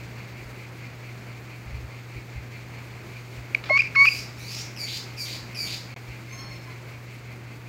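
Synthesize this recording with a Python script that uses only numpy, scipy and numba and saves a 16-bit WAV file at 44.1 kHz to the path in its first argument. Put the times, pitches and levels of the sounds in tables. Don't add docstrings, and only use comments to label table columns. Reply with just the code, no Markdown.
import sys
import numpy as np
from scipy import signal
from scipy.fft import rfft, irfft, next_fast_len
from scipy.io import wavfile
from scipy.ndimage import uniform_filter1d
from numba import njit

SR = 44100
rng = np.random.default_rng(int(sys.argv[2]) if len(sys.argv) > 2 else 0)


def master_out(mix):
    frames = np.transpose(np.atleast_2d(mix))
    ceiling = np.clip(frames, -1, 1)
    pcm = np.round(ceiling * 32767).astype(np.int16)
    wavfile.write(sys.argv[1], SR, pcm)


N = 338688
T = np.arange(N) / SR
TOP_HZ = 15750

# start_s, length_s, pitch_hz, climb_hz_per_s, level_db, peak_share, lead_in_db
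SQUEAK_CRIES = [(3.697, .082, 1069, 682, -15.5, 0.93, -34), (3.96, .098, 1093, 400, -11.5, 0.55, -24)]
# start_s, length_s, pitch_hz, glide_octaves, dip_octaves, level_db, rough_share
VOICE_CRACKS = [(3.778, 0.0089, 2440, 0.02, 0, -24, .35), (3.7888, 0.022, 2425, 0.15, .07, -15, .15),
                (3.817, 0.008, 2240, -0.28, 0, -21.5, 0.4), (3.824, .058, 2370, -.06, 0.0096, -35.5, 0.54),
                (4.058, 0.011, 2550, 0.073, 0.053, -23, 0.48),
                (4.067, 0.0237, 2405, 0.078, 0.213, -13.5, 0.1), (4.097, .065, 2385, -.1, 0, -39, 0.38)]
# start_s, length_s, pitch_hz, glide_hz_per_s, overshoot_hz, tone_db, peak_share, jet_db
SQUEAL_CRIES = [(3.982, .225, 2358, 1201, -1.5, -34, .55, -46),
                (4.361, 0.19, 2194, 5800, -2, -42.5, 0.86, -49.5),
                (4.763, 0.109, 2260, -300, 463, -32, 0.71, -45),
                (5.165, 0.11, 2260, -500, 459, -32.5, 0.53, -40.5),
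                (5.545, 0.15, 2270, -100, 482, -31, 0.49, -43.5)]
# start_s, length_s, level_db, peak_share, mouth_from_hz, mouth_to_hz
SQUEAL_ENDINGS = [(4.091, .14, -39.5, 0.73, 4850, 5350), (4.47, .16, -36, 0.91, 4740, 5690),
                  (4.851, .145, -34, 0.85, 3200, 5030), (5.242, 0.15, -36.5, .55, 3400, 4950),
                  (5.639, 0.15, -35, 0.64, 2920, 5140)]
# time_s, level_db, mouth_hz
WHINE_PATH = [(6.28, -69, 6300), (6.33, -47.5, 6450), (6.37, -54, 6400), (6.40, -44, 4700),
              (6.465, -56, 4660), (6.55, -53.5, 5130), (6.64, -73, 5300), (6.68, -48, 1050),
              (6.75, -63, 1000)]
# start_s, pitch_hz, level_db, rise_s, decay_s, noise_share
SHORT_RINGS = [(3.546, 2224, -3.5, 0.0035, .0017, .09), (3.637, 2170, -29, 0.0032, .009, .55),
               (3.656, 2380, -34.5, .002, 0.065, .6), (3.694, 755, -23.5, .0012, 0.01, .11),
               (3.7003, 615, -12.5, 0.0082, 0.0058, .01), (5.961, 680, -33, 0.0043, 0.01, .51)]
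# start_s, level_db
PHONE_NUDGES = [(0.452, -44), (1.66, -41), (1.724, -33.5), (1.769, -39), (1.827, -36), (2.158, -40),
                (2.358, -34.5), (3.373, -42), (6.082, -43)]
# delay_s, level_db
WALL_ECHOES = [(0.0229, -26), (0.032, -16), (.043, -13.5), (0.067, -11.5)]
# time_s, turns_per_s
FAN_SPIN = [(0, 5), (.4, 4.85), (.8, 4.3), (1.7, 4.55), (2.2, 5), (3.4, 4.95), (3.9, 4.55), (5.2, 4.6),
            (5.7, 5), (7.68, 5.15)]
# time_s, change_db
FAN_DRAUGHT = [(0, 1), (1.9, -0.8), (3.4, 1.1), (5.3, 1.4), (6.6, 0.7), (7.68, -2.7)]

# frequency_hz, level_db
SQUEAK_COLOUR = [(600, -16.5), (1100, -10.5), (1700, -5), (2200, 4.5), (2650, -5.5), (3300, -52.5),
                 (4400, -14.5), (5000, -23), (5600, -37), (6700, -37), (8000, -61), (15000, -62)]
SQUEAL_COLOUR = [(1200, -50), (2280, -3), (2750, -10), (3300, -19), (4600, 5), (5400, -10.5), (6800, -8.5),
                 (8300, -40), (9100, -18.5), (10300, -26), (11300, -15.5), (12400, -31), (15500, -40)]
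WHINE_COLOUR = [(1070, 0.5), (2100, 4), (3200, -7.5), (4280, 1), (5350, -5), (6450, -6.5), (7500, -18),
                (8600, -18.5), (9700, -14), (10700, -16), (11900, -10), (13000, -34)]
# frequency_hz, level_db
JET_AIR = [(2000, -28), (3200, -16), (5300, 7), (6300, 2), (8000, -4), (8600, -2), (9200, -12),
           (10300, -3.5), (11400, -5), (12300, -2), (15500, -5)]
RASP_AIR = [(700, -34.5), (1700, -9), (2400, 4.5), (3300, -3), (4600, -0.5), (5900, -7.5), (6900, -3),
            (8200, -11), (8900, -15.5), (11300, -14), (13000, -12), (15500, -14.5)]
SQUEAK_AIR = [(700, -15.5), (2400, 5.5), (3500, -14), (5000, -5), (7000, -15), (10000, -37)]
# frequency_hz, level_db
LONG_TAIL = [(300, -10.5), (1100, -9.5), (2300, -2.5), (6000, 2.5), (9000, -2)]
BRIGHT_TAIL = [(5000, -6), (9000, .5), (16000, -9)]
# frequency_hz, level_db
FAN_RUMBLE = [(25, -32), (45, -6.5), (65, -1), (100, -2.5), (170, -1.5), (350, -7), (600, -10),
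              (1000, -12.5), (1800, -12.5), (2600, -18.5), (5000, -53)]
FAN_HISS = [(1500, -51), (1850, -10), (2100, 0.5), (2450, -3), (2900, -9), (3500, -10.5), (4500, -8.5),
            (5600, -14.5), (6800, -13.5), (8200, -19.5), (9000, -25.5), (11700, -31.5), (12200, -21.5),
            (15500, -23)]
FAN_SWIRLS = [(150, -26.5), (330, 6), (450, -.5), (900, -25)]
FAN_SWISH = [(1700, -28), (2100, -1), (2400, -.5), (2900, -14.5), (3700, -28), (4450, -12.5),
             (5200, -44), (8000, -44.5)]


def squeaks():
    out = np.zeros(N)
    lead_s, attack_s, break_s, flip_s = .013, .0017, .005, .0013
    catch_s, catch_width_s = 4.041, .0086
    for start, length, pitch, climb, db, peak, lead_db in SQUEAK_CRIES:
        t = span(lead_s + length)[0] - lead_s
        lead = np.maximum(-t / lead_s, 0)
        voiced = np.clip(t / attack_s, 0, 1)
        breaking = np.exp((t - length) / break_s)
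        bend_octaves = .9 * lead + .51 * np.exp((t - length) / flip_s)
        hz = (pitch + climb * t) * 2 ** bend_octaves
        rise, fall = arch(t / length, peak)
        catch_db = -6 * np.exp(-((start + t - catch_s) / catch_width_s) ** 2)
        note_db = db - 5 * np.sqrt(rise) - 5.5 * fall * breaking + catch_db
        gain = voiced * undb(note_db) + (1 - voiced) * (1 - lead) * undb(lead_db)
        rough = .048 + .53 * (1 - voiced) + .55 * breaking
        add(out, start - lead_s, fade(t + lead_s) * gain * sharp_voice(hz, rough))
    return out


def cracks():
    out, edge_s = np.zeros(N), .0029
    for start, length, pitch, glide, dip, db, rough in VOICE_CRACKS:
        t, progress = span(length)
        hz = pitch * 2 ** (glide * (progress - .5) + dip * (2 * progress - 1) ** 2)
        add(out, start, fade(t, edge_s, edge_s) * undb(db) * sharp_voice(hz, rough))
    return out


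def squeals():
    out = np.zeros(N)
    settle_s, peak_rough, edge_rough = .025, .44, 1.2
    for start, length, pitch, glide, overshoot, tone_db, peak, jet_db in SQUEAL_CRIES:
        t, progress = span(length)
        rise, fall = arch(progress, peak)
        hz = pitch + glide * (t - length / 2) + overshoot * np.exp(-t / settle_s)
        rough = peak_rough + (edge_rough - peak_rough) * (rise + fall)
        hoarse_hz = hz * (1 + .037 * rough * wander(len(t), 700))
        tone = vocal_folds(hoarse_hz, rough, SQUEAL_COLOUR, shake=.035, shake_hz=200, flutter_db=5)
        tone *= fade(t) * undb(tone_db - 15.5 * rise - 22 * fall)
        jet = noise(len(t), JET_AIR) * fade(t, attack_s=.038, release_s=.026)
        jet *= undb(jet_db + 1.5 * wander(len(t), 50))
        add(out, start, tone + jet)
    return out


def rasps():
    out = np.zeros(N)
    for start, length, db, peak, from_hz, to_hz in SQUEAL_ENDINGS:
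        t, progress = span(length)
        n = len(t)
        mouth_hz = from_hz + (to_hz - from_hz) * progress
        whistle_hz = mouth_hz * (1 + .05 * wander(n, 500))
        whistle = np.sin(phase_of(whistle_hz)) * wander(n, 190)
        mouth = unit(resonance(noise(n, RASP_AIR), mouth_hz, width_hz=1350.0))
        rasp = unit(whistle + undb(2) * mouth + undb(-2) * noise(n, RASP_AIR))
        rise, fall = arch(progress, peak)
        level_db = db - 7.5 * rise - 12 * fall + 2.5 * wander(n, 150)
        add(out, start, fade(t, attack_s=.029, release_s=.01) * rasp * undb(level_db))
    return out


def whine():
    out = np.zeros(N)
    top_hz, top_s, scoop_hz, scoop_s = 1078, 6.44, 79.7, .02
    times, levels, mouths = np.transpose(WHINE_PATH)
    t, _ = span(times[-1] - times[0])
    clock = times[0] + t
    hz = top_hz - 900 * (clock - top_s) ** 2 - scoop_hz * np.exp(-t / scoop_s)
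    mouth_hz = np.interp(clock, times, mouths)
    mouth = lambda f: 1 + 5 / (1 + ((f - mouth_hz) / 500) ** 2)
    tone = vocal_folds(hz, .12, WHINE_COLOUR, shake=.042, shake_hz=200, flutter_db=12, mouth=mouth)
    add(out, times[0], fade(t) * undb(np.interp(clock, times, levels)) * tone)
    return out


def sharp_voice(hz, rough):
    tone = vocal_folds(hz, rough, SQUEAK_COLOUR, shake=.07, shake_hz=500, flutter_db=5)
    breath = noise(len(hz), SQUEAK_AIR)
    return tone + breath * (undb(-45) + undb(-5) * rough)


def vocal_folds(hz, rough, throat, shake, shake_hz, flutter_db, mouth=lambda f: 1):
    n = len(hz)
    phase = phase_of(hz * (1 + shake * rough * wander(n, shake_hz)))
    harmonics = np.arange(1, 13)[:, None]
    harmonic_hz = harmonics * hz
    gains = gain_at(harmonic_hz, throat) * mouth(harmonic_hz) * (harmonic_hz < TOP_HZ)
    tone = (gains * np.sin(harmonics * phase)).sum(0)
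    tone /= np.sqrt((gains ** 2).sum(0) / 2)
    return tone * undb(flutter_db * rough * wander(n, 320))


def chips():
    out, t = np.zeros(N), T[:SR // 8]
    for start, hz, db, rise, decay, noise_share in SHORT_RINGS:
        shape = np.minimum(t / rise, 1) ** 2 * np.exp(-np.maximum(t - rise, 0) / decay)
        phase = phase_of(hz * (1 + .27 * np.exp(-t / .002)))
        ring = np.sin(phase) + undb(-26.5) * np.sin(2 * phase)
        scuff = noise(len(t), [(hz / 4, -12), (hz, 0), (hz * 2, -7), (7000, -24), (12000, -50)])
        burst = (1 - noise_share) * ring + noise_share * scuff
        add(out, start, undb(db - 1.5) * shape * burst)
    return out


def room(sound):
    t = T[:SR]
    long_s, bright_s = .49, .26
    tail = noise(SR, LONG_TAIL) * undb(-60 * t / long_s)
    tail += .92 * noise(SR, BRIGHT_TAIL) * undb(-60 * t / bright_s)
    tail *= np.clip(t / .0019, 0, 1)
    tail /= np.sqrt(np.sum(tail ** 2))
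    for delay, db in WALL_ECHOES:
        tail[int(delay * SR)] += undb(db)
    return signal.fftconvolve(sound, tail)[:N]


def thumps():
    out, t = np.zeros(N), T[:SR // 4]
    pitch_hz, rise_s = 64, .014
    shape = t / rise_s * np.exp(1 - t / rise_s)
    for start, db in PHONE_NUDGES:
        phase = 2 * np.pi * pitch_hz * (1 + .049 * rng.standard_normal()) * t
        swings = np.sin(phase) + .5 * np.sin(1.56 * phase)
        add(out, start, undb(db + 4.5) * shape * swings)
    return out


def fan():
    hum_hz, hum_db = 120.3, -41.5
    turn = np.cos(phase_of(np.interp(T, *np.transpose(FAN_SPIN))))
    throb_db = .84 * turn + .36 * wander(N, 4.2)
    hum = np.sqrt(2) * np.sin(2 * np.pi * hum_hz * T + .12 * wander(N, 4)) * undb(hum_db + throb_db)
    draught_db = np.interp(T, *np.transpose(FAN_DRAUGHT))
    rumble_db = -45.5 + .71 * draught_db + .9 * wander(N, 5)
    rumble = noise(N, FAN_RUMBLE) * undb(rumble_db)
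    swirls = noise(N, FAN_SWIRLS) * undb(-56 + 2 * wander(N, 9))
    hiss = noise(N, FAN_HISS) * undb(-52.5 + .86 * draught_db + .46 * turn + wander(N, 29))
    swish_db = -53 + .86 * draught_db + 4.8 * turn + 1.2 * wander(N, 8)
    swish = noise(N, FAN_SWISH) * undb(swish_db)
    return hum + rumble + swirls + hiss + swish


def undb(db):
    return 10 ** (np.asarray(db) / 20)


def unit(x):
    return x / np.sqrt(np.mean(x ** 2) + 1e-18)


def phase_of(hz):
    return 2 * np.pi * np.cumsum(hz) / SR


def gain_at(hz, colour):
    f, db = np.transpose(colour)
    return undb(np.interp(np.log(hz + 1), np.log(f), db))


def noise(n, colour):
    gains = gain_at(np.fft.rfftfreq(n, 1 / SR), colour)
    return unit(irfft(rfft(rng.standard_normal(n)) * gains, n))


def wander(n, rate):
    size = next_fast_len(max(n, SR))
    f = np.fft.rfftfreq(size, 1 / SR)
    spectrum = rfft(rng.standard_normal(size)) / (1 + (f / rate) ** 4)
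    return unit(irfft(spectrum, size))[:n]


@njit
def resonance(x, hz, width_hz):
    out, band_state, low_state = np.empty(len(x)), 0., 0.
    for i in range(len(x)):
        step, damping = np.tan(np.pi * hz[i] / SR), width_hz / hz[i]
        band = (band_state + step * (x[i] - low_state)) / (1 + step * (step + damping))
        band_state = 2 * band - band_state
        low_state += 2 * step * band
        out[i] = damping * band
    return out


def span(length):
    t = np.arange(0, length, 1 / SR)
    return t, t / length


def arch(progress, peak):
    before = np.maximum(1 - progress / peak, 0)
    after = np.maximum((progress - peak) / (1 - peak), 0)
    return before ** 2, after ** 2


def fade(t, attack_s=.002, release_s=.0015):
    return np.clip(np.minimum(t / attack_s, (t[-1] - t) / release_s), 0, 1)


def add(out, start_s, sound):
    i = max(int(start_s * SR), 0)
    out[i:i + len(sound)] += sound[:N - i]


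def scene():
    sharp = squeaks() + cracks()
    hoarse = squeals() + rasps()
    thin, brief = whine(), chips()
    direct = sharp + brief + undb(-2.5) * hoarse + undb(1) * thin
    walls = room(undb(-12.5) * sharp + undb(-32) * brief + undb(-4) * hoarse + undb(.5) * thin)
    return (direct + walls + thumps() + fan())[None]


def record(dry):
    gap_start_s, gap_end_s, gap_db = 5.9425, 5.962, -36
    in_gap = (T > gap_start_s) & (T < gap_end_s)
    soft_gap = uniform_filter1d(in_gap.astype(float), size=40)
    treble_cut = signal.ellip(10, .2, 80, TOP_HZ, fs=SR, output="sos")
    return signal.sosfilt(treble_cut, dry * undb(gap_db * soft_gap))


dry = scene()
out = record(dry)
master_out(out)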